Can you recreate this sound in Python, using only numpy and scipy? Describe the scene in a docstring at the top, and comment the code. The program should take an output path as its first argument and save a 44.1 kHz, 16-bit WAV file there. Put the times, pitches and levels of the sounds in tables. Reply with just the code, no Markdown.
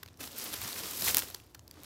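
"""A hand lifts and folds back a sheet of tissue paper in a box, near a phone in a quiet room.
First a few creases crackle alone over a faint, uneven room rumble and a thin hiss. From 0.2 s the paper
rustles, a dense shower of tiny noise clicks, with a soft low flutter as the moving sheet pushes air.
Near 1.15 s the loudest creases snap flat as sharp pushes; then the rustle fades, leaving lone crackles and
low knocks of the box. Near the end the hand softly brushes the hollow box, heard as noise in one low band."""
import sys
import numpy as np
from scipy import signal
from scipy.fft import rfft, irfft
from scipy.io import wavfile
from scipy.ndimage import uniform_filter1d

SR = 44100
rng = np.random.default_rng(int(sys.argv[2]) if len(sys.argv) > 2 else 0)


def makeup_ratio(level_db):
    """Linear amplitude ratio for a level in decibels (20 dB per factor of ten)."""
    decades = np.asarray(level_db, float) / 20
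    return 10 ** decades


def dump_mix(stems):
    """Bounce the given channels to the path in sys.argv[1] as a 16-bit WAV at rate SR."""
    frames = np.atleast_2d(stems).T  # one column per channel
    limited = np.clip(frames, -1, 1)  # hard clip at full scale
    pcm = np.round(limited * 32767).astype(np.int16)
    wavfile.write(sys.argv[1], SR, pcm)


N = 81585  # length in samples

# How hard the paper is worked: (time [s], rustle level [dB], tilt about 4 kHz [dB per octave])
HANDLING = [(0, -65.5, -4.5), (.05, -68.5, -4.5), (.132, -70, -6), (.185, -69, -2), (.2, -47.5, -2),
            (.24, -42.5, -1.5), (.31, -51.5, -2), (.355, -49, -2), (.385, -41.5, -1), (.45, -40, -1.5),
            (.515, -43, -2.5), (.6, -42, -2), (.7, -40.5, -2), (.75, -43.5, -1.5), (.8, -38, -2),
            (.82, -43, -1), (.86, -40.5, -1.5), (.97, -40, -0.5), (1.04, -35.5, 1), (1.085, -27.5, -1),
            (1.125, -39, 0), (1.174, -34, -2), (1.21, -41.5, -0.5), (1.27, -48, -1), (1.36, -53.5, -2.5),
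            (1.45, -64, -3), (1.65, -71, -1), (1.75, -61.5, -6), (1.85, -59.5, -3)]
# Smooth sliding of paper on paper: (time [s], level against the clicks [dB])
SLIDING = [(0, 4), (.2, 0.5), (.5, -0.5), (.7, 2), (.95, 0.5), (1.04, 1.5), (1.12, 1.5), (1.15, 2.5),
           (1.45, -4), (1.75, 0), (1.85, 6)]
# Crackling creases and low knocks of the box:
# (time [s], peak [dB], ring [Hz], length [ms], tilt [dB per octave])
CRACKLES_AND_KNOCKS = [(0.0297, -35.5, 1470, 4.6, -5.5), (0.0309, -32, 3340, 3.3, 1.5),
                       (0.0599, -38, 2740, 2.5, -3), (.077, -43, 4700, 2.7, -6),
                       (0.084, -43, 3630, 3.2, -5), (0.1412, -50.5, 4840, 1.8, -4),
                       (0.1723, -45.5, 6000, 2.4, -0.5), (0.2046, -34, 2620, 11.5, -3),
                       (0.2298, -31.5, 1010, 5.1, -0.5), (0.2385, -31.5, 3000, 2.9, -3.5),
                       (0.272, -35.5, 5210, 4.1, -7.5), (0.318, -39, 7540, 2.1, -1),
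                       (0.3814, -24, 11600, 1.5, 7), (0.3861, -27, 11900, 2, 4.5),
                       (.4478, -33, 14000, 2.5, 7), (0.5281, -24.5, 12200, 2.2, -1),
                       (0.5322, -27, 3570, 2.8, -1), (0.5375, -22, 10500, 4.7, -3),
                       (0.6157, -25.5, 15000, 2.2, -3.5), (0.644, -29, 5140, 4.8, -4.5),
                       (0.675, -26, 8000, 4.5, -3), (0.688, -24, 13000, 3.6, -3),
                       (0.8349, -28, 5080, 1.9, -6), (.857, -32, 3570, 3.3, -5),
                       (1.0213, -15.5, 4300, 1.7, -1.5), (1.2211, -26.5, 1400, 1.78, -6.5),
                       (1.2317, -35.5, 500, 4.4, -8), (1.3, -34, 13200, 3.4, -2),
                       (1.343, -36, 4700, 1.8, -1), (1.3456, -25, 4480, 2.4, -1),
                       (1.346, -38.5, 990, 2.1, -11), (1.3474, -46.5, 348, 2.4, -10),
                       (1.3992, -40.5, 2720, 2.5, -4.5), (1.546, -36, 4730, 4.7, -1),
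                       (1.547, -46, 1530, 5.9, -8.5), (1.593, -40.5, 6500, 1.5, -6),
                       (1.678, -38.5, 4800, 1.54, 2), (1.699, -57, 4000, 0.93, -2),
                       (1.7111, -34.5, 4750, 1.3, 0), (1.7405, -44.5, 4000, 1.9, 0),
                       (1.8424, -41, 2700, 6.1, -2)]
# Creases that snap flat at once: (time [s], peak [dB], ring [Hz], tilt [dB per octave])
SNAPPING_CREASES = [(.4428, -24, 10000, 1), (.9108, -24, 12500, 4), (1.0103, -17, 14000, 3),
                    (1.1463, -4.5, 7500, .5), (1.1697, -1.5, 12900, 2), (1.1761, -21, 2690, -3.5),
                    (1.1834, -9, 8970, 1.5), (1.1918, -10.5, 12800, 1), (1.8344, -31, 13600, 0)]
# Tone colour of clicking paper: (frequency [Hz], gain [dB])
PAPER_COLOUR = [(240, -28), (400, -4), (700, -9), (1200, -5.5), (2250, -5.5), (3600, -2.5), (5500, -1.5),
                (7500, -3), (9500, -3.5), (12000, 0.5), (14500, 0), (16500, -6.5)]
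# Low flutter of the sheet: (time [s], level [dB])
FLUTTER_LEVEL = [(0.17, -78), (0.212, -49), (0.3, -58.5), (0.496, -48), (0.516, -56.5), (0.544, -47),
                 (0.558, -56.5), (1.006, -48), (1.026, -41), (1.062, -48), (1.1, -43), (1.334, -62),
                 (1.344, -53.5), (1.41, -72.5), (1.718, -71.5), (1.792, -62.5), (1.85, -59)]
# Tone colour of the air pushed by the sheet: (frequency [Hz], gain [dB])
SHEET_COLOUR = [(59, -26), (100, -12), (161, -3), (280, 1), (496, -3.5), (1200, -13.5), (1560, -18),
                (2640, -120)]
# Loudness of the room rumble: (time [s], level [dB])
RUMBLE_LEVEL = [(0.0, -57), (0.15, -59), (0.484, -61.5), (0.654, -45.5), (0.726, -72), (0.808, -50.5),
                (0.834, -63), (0.854, -53.5), (0.932, -59), (1.144, -48), (1.308, -61), (1.762, -57.5),
                (1.85, -58)]
# Tone colour of the room rumble: (frequency [Hz], gain [dB])
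RUMBLE_COLOUR = [(15, -47), (25, -32), (58, -4.5), (92, 2), (172, -13), (345, -11.5), (399, -18.5),
                 (800, -31), (1040, -24.5), (1760, -120)]
# Tone colour of the steady hiss: (frequency [Hz], gain [dB])
HISS_COLOUR = [(290, -32), (500, -5.5), (2390, -20.5), (7420, -24.5), (8960, -36), (16000, -43)]

CLICKS_PER_S, USUAL_DB = 4500, -45  # all clicks together, when the rustle is at the usual level
CROWDING = 0.5  # clicks crowd as the paper is worked harder (dB of rate per dB of level)
CLICK_SCATTER_DB, BIGGEST_CLICK_DB, GRAIN_MS = 4.5, 7, 0.51
BUNCH_DB, BUNCH_PER_S = 3, 107
RING_Q, BURST_RING_DB, SNAP_RING_DB = 12, 7, 2
BURST_ROUGH_DB = 2.5
SNAP_MS, SNAP_TAIL_MS, SNAP_TAIL_DB = 0.064, 0.97, -21.5
SNAP_SPREAD = 0.503  # how late the bass of a snap arrives, 0-1
RUB_S, RUB_LEN_S, RUB_HZ, RUB_WIDTH_HZ, RUB_DB = 1.79, 0.025, 310, 50, -57
HISS_DB = -70
ECHO_DB, ECHO_T60_S, ECHO_GAP_S = -20, 0.22, 0.0094  # T60: time to fade by 60 dB


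def column(table, k):
    """Column k of a table, drawn as a curve with a value at every sample."""
    rows = np.array(table, float)
    return np.interp(np.arange(N) / SR, rows[:, 0], rows[:, k])


def unit(x):
    """Scales a sound to an rms (average strength) of 1."""
    return x / np.sqrt(np.mean(x ** 2))


def colour(x, points, tilt_db=0., ring_hz=4000., ring_db=-99.):
    """Filters by a table of gains, a tilt and one resonance, with no sound ahead of its cause."""
    hz = np.maximum(np.fft.rfftfreq(2048, 1 / SR), 10)
    point_hz, point_db = np.array(points, float).T
    db = np.interp(np.log(hz), np.log(point_hz), point_db)
    db = db + tilt_db * np.log2(np.clip(hz, 1300, 16000) / 4000)
    resonance = makeup_ratio(ring_db) / np.hypot(1, RING_Q * (hz / ring_hz - ring_hz / hz))
    # folding the cepstrum (spectrum of the log gain) forward makes the filter minimum phase
    cepstrum = irfft(np.log(makeup_ratio(db) * (1 + resonance)))
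    cepstrum[1:1024] *= 2
    cepstrum[1025:] = 0
    response = irfft(np.exp(rfft(cepstrum)))
    return signal.fftconvolve(x, response)[:len(x)]


def wander(rate):
    """Random wandering curve of rms 1, smoothed twice over 1 / rate seconds."""
    k = max(int(SR / rate), 2)
    once = uniform_filter1d(rng.standard_normal(N), k)
    return unit(uniform_filter1d(once, k))


def rustle():
    """Tiny creases click in bunches, as short grains in ten pitch bands, over the slide of paper on paper."""
    level, tilt = column(HANDLING, 1), column(HANDLING, 2)
    shared_bunch = wander(BUNCH_PER_S)
    fade = np.exp(-1000 / SR / GRAIN_MS)
    crowd = makeup_ratio(CROWDING * (level - USUAL_DB))
    out = 0
    for hz in 700 * 2 ** np.arange(0, 4.6, .5):
        hit = rng.random(N) < CLICKS_PER_S / 10 / SR * crowd
        scatter_db = CLICK_SCATTER_DB * rng.exponential(size=N)
        size = hit * makeup_ratio(np.minimum(scatter_db, BIGGEST_CLICK_DB)) / crowd ** .5
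        envelope = signal.lfilter([1], [1, -fade], size)
        grains = unit(envelope * rng.standard_normal(N))
        bunch = shared_bunch + 1.1 * wander(BUNCH_PER_S)
        bunched = grains * makeup_ratio(BUNCH_DB * 2 * np.tanh(bunch / 2))  # tanh softly limits the swings
        slide = makeup_ratio(column(SLIDING, 1)) * rng.standard_normal(N)
        band = signal.butter(1, [hz / 1.25, hz * 1.25], "band", fs=SR, output="sos")
        out = out + signal.sosfilt(band, bunched + slide) * makeup_ratio(tilt * np.log2(hz / 4000))
    return unit(colour(out, PAPER_COLOUR)) * makeup_ratio(level)


def add(out, s, burst, db):
    """Places a burst at its time with its peak level."""
    i = int(s * SR)
    out[i:i + len(burst)] += (burst * makeup_ratio(db) / np.abs(burst).max())[:N - i]


def crackles_and_knocks():
    """Larger creases crackle and the box knocks low, each as a short, uneven burst of noise with a ring."""
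    out, t_ms = np.zeros(N), np.arange(2048) / SR * 1000
    for s, db, hz, ms, tilt in CRACKLES_AND_KNOCKS:
        noise, roughness = rng.standard_normal((2, len(t_ms)))
        age = t_ms / max(ms, .2)
        shape = age ** .5 * np.exp(-age ** 2)
        burst = shape * noise * makeup_ratio(BURST_ROUGH_DB * roughness)
        ring_db = BURST_RING_DB - tilt / 2  # dull knocks ring more
        add(out, s, colour(burst, PAPER_COLOUR, tilt, hz, ring_db), db)
    return out


def snaps():
    """A crease that snaps flat gives one sharp push with a faint noisy tail."""
    out, t_ms = np.zeros(N), np.arange(2048) / SR * 1000
    for s, db, hz, tilt in SNAPPING_CREASES:
        noise = rng.standard_normal(len(t_ms))
        push = (t_ms == 0) + 0.098 * noise * np.exp(-t_ms / SNAP_MS)
        push = push + makeup_ratio(SNAP_TAIL_DB) * noise * np.exp(-t_ms / SNAP_TAIL_MS)
        # three all-pass filters delay the bass and leave the loudness of each pitch alone
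        push = signal.sosfilt([[-SNAP_SPREAD, 1, 0, 1, -SNAP_SPREAD, 0]] * 3, push)
        add(out, s, colour(push, PAPER_COLOUR, tilt, hz, SNAP_RING_DB), db)
    return out


def flutter():
    """The sheet shoves air in soft uneven puffs, made of low noise with a wandering level."""
    puffs = rng.standard_normal(N) * makeup_ratio(2.0 * wander(37))
    return unit(colour(puffs, SHEET_COLOUR)) * makeup_ratio(column(FLUTTER_LEVEL, 1))


def rub():
    """The hand brushes the hollow box and wakes one low resonance, a narrow band of noise."""
    edges = [RUB_HZ - RUB_WIDTH_HZ / 2, RUB_HZ + RUB_WIDTH_HZ / 2]
    band = signal.butter(1, edges, "band", fs=SR, output="sos")
    swell = np.exp(-((np.arange(N) / SR - RUB_S) / RUB_LEN_S) ** 2)
    return unit(signal.sosfilt(band, rng.standard_normal(N))) * swell * makeup_ratio(RUB_DB)


def room_tone():
    """Low noise of changing level makes the rumble; thin noise of steady level makes the hiss."""
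    rumble = unit(colour(rng.standard_normal(N), RUMBLE_COLOUR)) * makeup_ratio(column(RUMBLE_LEVEL, 1))
    hiss = unit(colour(rng.standard_normal(N), HISS_COLOUR)) * makeup_ratio(HISS_DB)
    return rumble + hiss


def echo(x):
    """Box and walls send the sound back as a fading spray of noise after a short gap."""
    t = np.arange(SR // 2) / SR
    tail = rng.standard_normal(len(t)) * makeup_ratio(-60 * t / ECHO_T60_S) * (t > ECHO_GAP_S)
    return makeup_ratio(ECHO_DB) * signal.fftconvolve(x, tail / np.sqrt(np.sum(tail ** 2)))[:N]


def scene():
    """Paper and box sounds, their echo, and the room tone, as one channel."""
    paper_and_box = rustle() + crackles_and_knocks() + snaps() + flutter() + rub()
    return (paper_and_box + echo(paper_and_box) + room_tone())[None]


def low_pass(x):
    """Removes everything above the highest recorded frequency."""
    return signal.sosfilt(signal.butter(12, 16650, fs=SR, output="sos"), x)


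def record(dry):
    """The phone cuts the top of the treble with a steep low-pass filter at 15750 Hz."""
    top_cut = signal.ellip(8, .5, 60, 15750, fs=SR, output="sos")
    mix = signal.sosfilt(top_cut, dry)
    return low_pass(mix)


dry = scene()
out = record(dry)
dump_mix(out)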